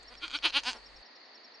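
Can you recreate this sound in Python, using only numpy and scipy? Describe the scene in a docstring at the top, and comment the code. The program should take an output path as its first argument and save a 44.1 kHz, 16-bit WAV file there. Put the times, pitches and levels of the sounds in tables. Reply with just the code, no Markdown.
"""Faint outdoor air, chirping and rasping insects and a low electrical hum are there from the start.
Two dry leaf ticks come first, then a goat gives one quavering bleat among trees: seven throbs of sharp
vocal pulses with creaks between them. Each throb swells and sags in loudness and pitch together,
while over the whole bleat the mouth opens and shuts once; nearby trunks and ground echo it.
Just after one second the hum and its thin hiss cut out, leaving the air and the insects."""
import sys
import numpy as np
from scipy import signal
from scipy.fft import rfft, irfft
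from scipy.io import wavfile

SR = 44100
rng = np.random.default_rng(int(sys.argv[2]) if len(sys.argv) > 2 else 0)


def wav_record(signal):
    """Record a signal, one row per channel, as 16-bit PCM in the file named by sys.argv[1]."""
    frames = np.transpose(np.atleast_2d(signal))
    bounded = np.clip(frames, -1, 1)
    # unit amplitude maps onto the largest positive 16-bit level
    quanta = np.round(bounded * 32767).astype(np.int16)
    wavfile.write(sys.argv[1], SR, quanta)


N = 70560  # samples, 1.6 s
EDGE_HZ = 10900  # upper band limit


def amp(db):
    """Decibels to gain."""
    return 10 ** (np.asarray(db) / 20)


def unit(x):
    """Scales to rms 1."""
    return x / np.sqrt(np.mean(x ** 2) + 1e-20)


def read(points, hz):
    """Reads a table on a log-frequency axis."""
    f, value = np.transpose(points)
    return np.interp(np.log(hz + 1), np.log(f + 1), value)


def add(mix, s, sound):
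    """Mixes a sound in at time s, in seconds."""
    part = mix[max(round(s * SR), 0):][:len(sound)]
    part += sound[:len(part)]


def spread(mid, side):
    """Middle and side to left and right."""
    return np.array([mid + side, mid - side])


def noise(colour_db):
    """Noise of rms 1 with a spectrum given as a function of Hz."""
    spectrum = rfft(rng.standard_normal(N))
    return unit(irfft(spectrum * amp(colour_db(np.fft.rfftfreq(N, 1 / SR))), N))


def ring(colour_db, size=1024):
    """Causal minimum-phase response of energy 1 with the given spectrum."""
    log_gain = np.log(amp(colour_db(np.fft.rfftfreq(size, 1 / SR))))
    circle = np.r_[log_gain, log_gain[-2:0:-1]]
    out = np.fft.ifft(np.exp(np.conj(signal.hilbert(circle)))).real
    return out / np.linalg.norm(out)


def hum(left_db=2.0, right_db=-9.5, fade_s=0.0033):
    """Mains hum, a sine stronger on the left, and a thin centred hiss that cut out together."""
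    hum_hz, hum_db, hiss_db, end_s = 50.1, -63.5, -67, 1.025
    # colour of the electrical hiss: hz, relative level_db
    hiss_colour = [(30, 22), (100, 6), (200, 8), (500, -2), (5000, -4.5), (9300, -11), (10800, -37)]
    t = np.arange(N) / SR
    sides = amp([[left_db], [right_db]])
    tone = amp(hum_db) * sides * np.sqrt(2) * np.sin(2 * np.pi * hum_hz * t)
    hiss = amp(hiss_db) * noise(lambda hz: read(hiss_colour, hz))
    return (tone + hiss) * np.clip((end_s - t) / fade_s, 0, 1)


def air(air_db=-57):
    """Soft steady outdoor hiss: separate coloured noises for the middle and the sides."""
    # colour of the air: hz, relative level_db
    air_colour = [(30, -52), (100, -20), (170, -18), (240, -4.5), (450, -2.5), (700, -1), (1000, -3),
                  (1550, -6.5), (1850, 0.5), (2250, -6.5), (3300, -12), (4300, -2.5), (4750, -0.5),
                  (5200, -14), (5900, -21.5), (6800, -27), (7500, -54), (11000, -50)]
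    # stereo width of the air: hz, side_minus_middle_db
    air_width = [(60, 1), (220, -7), (810, -6), (2990, -2), (11000, -1.5)]
    mid, side = (noise(lambda hz: read(air_colour, hz)) for _ in range(2))
    side = irfft(rfft(side) * amp(read(air_width, np.fft.rfftfreq(N, 1 / SR))), N)
    return amp(air_db) * spread(mid, side)


def insects():
    """Short chirps that bend downward, over a distant rasping trill of quick downward strokes."""
    # chirps of a high insect, about ten a second with one longer gap: centre_s, peak_level_db
    chirp_table = [(0.087, -48), (0.183, -49.5), (0.282, -60), (0.378, -46), (0.769, -51.5), (0.867, -49.5),
                   (0.969, -51.5), (1.065, -54.5), (1.163, -55), (1.261, -60), (1.357, -50.5), (1.451, -51),
                   (1.551, -52)]
    # pitch at the centre; fall and bend are per width and per width squared
    chirp_hz, chirp_slide_hz, chirp_bend_hz, chirp_width_s = 5494, 55, 49.1, 0.0063
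    trill_hz, trill_sweep_hz, trill_width_hz = 4440, 234, 67
    strokes_per_s, trill_db = 49, -63

    t = np.arange(N) / SR
    chirps = np.zeros(N)
    for s, db in chirp_table:
        u = (t - s) / chirp_width_s
        hz = chirp_hz - chirp_slide_hz * u - chirp_bend_hz * u ** 2
        chirps += amp(db) * np.exp(-u ** 2 / 2) * np.sin(2 * np.pi * np.cumsum(hz) / SR)

    stroke = t * strokes_per_s % 1
    stroke_hz = trill_hz + trill_sweep_hz * (1 - 2 * stroke)
    # slow noise smears each stroke into a narrow band
    blur = noise(lambda f: -20 * np.log10(1 + (f / trill_width_hz) ** 2))
    trill = np.sin(np.pi * stroke) * blur * np.sin(2 * np.pi * np.cumsum(stroke_hz) / SR)
    return chirps + amp(trill_db) * unit(trill)


def trees(x, wood_db=-18, side_db=-2, size=256):
    """A few close echoes from ground and nearby trunks, then a faint scattered tail."""
    # echoes: delay_s, level_db, side (-1 to 1)
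    echoes = [(.0013, -42, 0.16), (.0021, -18, -.15), (.0057, -16, .3)]
    # ring of the trees: hz, t60_s
    wood_ring = [(200, 0.1), (1000, 0.19), (4000, 0.17), (10000, 0.54)]
    near, wide = x.copy(), np.zeros(N)
    for delay, db, pan in echoes:
        add(near, delay, amp(db) * x)
        add(wide, delay, pan * amp(db) * x)

    # half a second of noise, each band dying at its own rate
    hz, t, z = signal.stft(rng.standard_normal((2, SR // 2)), SR, nperseg=size)
    decay = amp(-60 * t / read(wood_ring, hz)[:, None])
    tail = signal.istft(z * decay, SR, nperseg=size)[1]
    mid, side = signal.fftconvolve(x[None], tail / np.linalg.norm(tail[0]), axes=1)[:, :N]
    return spread(near, wide) + amp(wood_db) * spread(mid, amp(side_db) * side)


def leaves(decay_s=0.0012, size=256):
    """Tiny crackles of dry litter: noise bursts that die within milliseconds."""
    # leaf ticks: start_s, level_db (before halving)
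    tick_table = [(.027, -55.5), (0.032, -45)]
    # colour of a tick: hz, relative level_db
    leaf_colour = [(1500, -28), (4000, -14), (7500, 14), (10000, -1)]
    out = np.zeros(N)
    for s, db in tick_table:
        crack = rng.standard_normal(size) * np.exp(-np.arange(size) / SR / decay_s)
        add(out, s, amp(db) * np.convolve(crack, ring(lambda hz: read(leaf_colour, hz))) / 2)
    return out


def pulse(s, weak_db, breath, count=24, size=256):
    """One snap of the vocal folds and its puff of air ring the throat."""
    # throat and mouth at each stage: hz, relative level_db
    shut, opening = [(120, -29.5), (240, 10.5), (900, 9.5), (1400, 5.5), (2200, 1.5), (4000, -1.5),
                     (6500, -26), (9500, -16.5), (11000, -45)], [(150, -18), (290, -5), (600, -20), (1000, -7.5), (1450, 3), (1850, -19),
                                   (2400, 5), (2750, -8), (3200, 5.5), (3600, -3), (4000, -2.5),
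                                   (4600, -4.5), (5400, -27), (6100, -21.5), (7200, -33), (9500, -31),
                                   (11000, -61)]
    wide_open, closing = [(150, -44.5), (280, -9), (520, -15), (950, -7), (1450, -6), (1750, -8),
                          (2150, -8.5), (2520, 2.5), (2800, 1), (3120, 3), (3500, -3), (4100, 0),
                          (4900, -11.5), (5500, -23), (6200, -26), (7500, -43), (9500, -30.5), (11000, -55)], [(140, -35), (250, -3), (520, -12), (900, 5), (1280, -6), (1520, 3),
                                        (2000, -5.5), (2450, 2), (3050, 3.5), (3600, -1.5), (4600, 0.5),
                                        (5150, -4), (5650, -14), (6300, -13.5), (7000, -21.5), (9500, -21),
                                        (11000, -60)]
    # the mouth opens and shuts once: time_s, stage (0 shut, 1 opening, 2 wide, 3 closing, 4 shut)
    mouth_path = [(.13, 0), (.15, 1), (.37, 1.15), (.44, 1.9), (.6, 2.15), (.64, 3), (.73, 3), (.75, 4)]
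    # balance of weak pulses, brighter around 7 kHz: hz, db_per_db_of_weakness
    weak_balance = [(100, 1.08), (500, 0.9), (1500, 1.07), (4000, 1), (7000, 1.87), (10000, 1.05)]
    # colour of the puff: hz, relative level_db
    breath_colour = [(200, -26), (900, -18), (2000, -9), (3300, -2), (5000, 1), (8000, 1)]
    puff_s, ripple_db = .004, .5  # decay of the puff; random change of colour per pulse

    shapes = [shut, opening, wide_open, closing, shut]
    stage = np.interp(s, *np.transpose(mouth_path))
    shares = np.maximum(1 - abs(stage - np.arange(len(shapes))), 0)
    ripple = np.c_[np.linspace(0, EDGE_HZ, count), ripple_db * rng.standard_normal(count)]

    def throat_db(hz):
        """Blend of the two nearest mouth shapes, brightened by weakness and rippled."""
        mouth = sum(share * read(shape, hz) for share, shape in zip(shares, shapes))
        return mouth + weak_db * read(weak_balance, hz) + read(ripple, hz)

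    throat = ring(throat_db)
    puff = rng.standard_normal(size) * np.exp(-np.arange(size) / SR / puff_s)
    puff = np.convolve(puff, ring(lambda hz: read(breath_colour, hz)))[:size]
    source = signal.unit_impulse(size) + 2 * breath * puff / np.linalg.norm(puff)
    return np.convolve(source, throat)


def throb(crest, db, top_hz, rise, fall, sag_before, sag_after, flatness, jitter, breath, count=18):
    """A run of pulses loudest at the crest, their spacing widening away from it on either side."""
    drop_db, crest_shape = 13, 1.46  # loss one rise or fall time from the crest, and its curve
    reach = 1.5  # rise or fall times that a throb lasts
    fall_brighter = 0.37  # pulses turn brighter after the crest than before it
    shimmer_db = .5  # random level change per pulse
    out = np.zeros(N)
    # backward, then forward from the crest; forward spacing is 4 % tighter
    for way, span, sag in (-1, rise, sag_before), (0.96, fall, sag_after):
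        t = 0
        for k, (slip, shimmer) in enumerate(rng.standard_normal((count, 2))):
            away = abs(t) / span
            weak_db = drop_db * min(away, reach) ** crest_shape
            snap = pulse(crest + t, weak_db * (1 + way * fall_brighter), breath)
            # the crest pulse itself sounds only on the forward pass
            if away < reach and (k or way > 0):
                start_s = crest + t + slip * jitter / top_hz
                add(out, start_s, amp(db - weak_db + shimmer_db * shimmer) * snap)
            # the spacing grows with distance from the crest, taken half a period on
            middle = min(away + .5 / top_hz / span, reach)
            t += way * (1 + sag * middle ** flatness) / top_hz
    return out


def goat(voice_db=4):
    """The bleat: throbs of vocal pulses, with lone weak pulses creaking between them."""
    # throbs: crest_s, level_db (before the voice gain), nominal top_pitch_hz, rise_s, fall_s,
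    # sag_before and sag_after (share of the period), flatness of the pitch arch,
    # jitter (share of the period), breath (0 to 1)
    throb_table = [(0.1243, -39, 247.3, 0.0265, 0.022, 0.034, 0.22, 1.5, 0.01, 0),
                   (0.237, -24.5, 319, 0.02, 0.033, 0.28, 0.14, 2, .07, 0.06),
                   (.3550, -19.5, 295.1, 0.026, .016, 0.19, .13, 1.2, 0, 0.54),
                   (0.4566, -11, 331.1, .022, 0.026, .22, 0.26, 1.3, 0.1, 0.25),
                   (0.571, -11.5, 281.5, 0.032, .023, .13, 0.33, 2.2, 0.01, 0.31),
                   (0.6831, -17.5, 248.1, 0.036, .033, 0.21, 0.31, 4.36, .002, 0.27),
                   (.7560, -35.5, 237.2, 0.039, 0.036, 0.11, 0.21, 1.06, 0.06, 0.23)]
    # creaks: start_s, level_db (before the voice gain)
    creak_table = [(0.141, -42), (.1530, -37), (0.2802, -28.5), (.2996, -36), (0.3065, -31), (.3140, -29),
                   (.3881, -30), (0.4987, -28.5), (0.5042, -26), (0.6358, -29.5), (0.732, -28.5)]
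    creak_weak_db, creak_breath = 17.5, 0.4
    voice = sum(throb(*row) for row in throb_table)
    for s, db in creak_table:
        add(voice, s, amp(db) * pulse(s, creak_weak_db, creak_breath))
    return 2 * amp(voice_db) * voice


def scene():
    """The goat and leaves among the trees, over the quiet background."""
    return trees(goat() + leaves()) + air() + insects() + hum()


def record(dry):
    """The recorder rounds off the loudest peaks softly, then limits the band."""
    overload = 0.34  # ceiling of the rounded peaks
    rounded = overload * np.tanh(dry / overload)
    lowpass = signal.firwin(255, EDGE_HZ, window=("kaiser", 9), fs=SR)
    return signal.oaconvolve(rounded, lowpass[None], "same")


dry = scene()
out = record(dry)
wav_record(out)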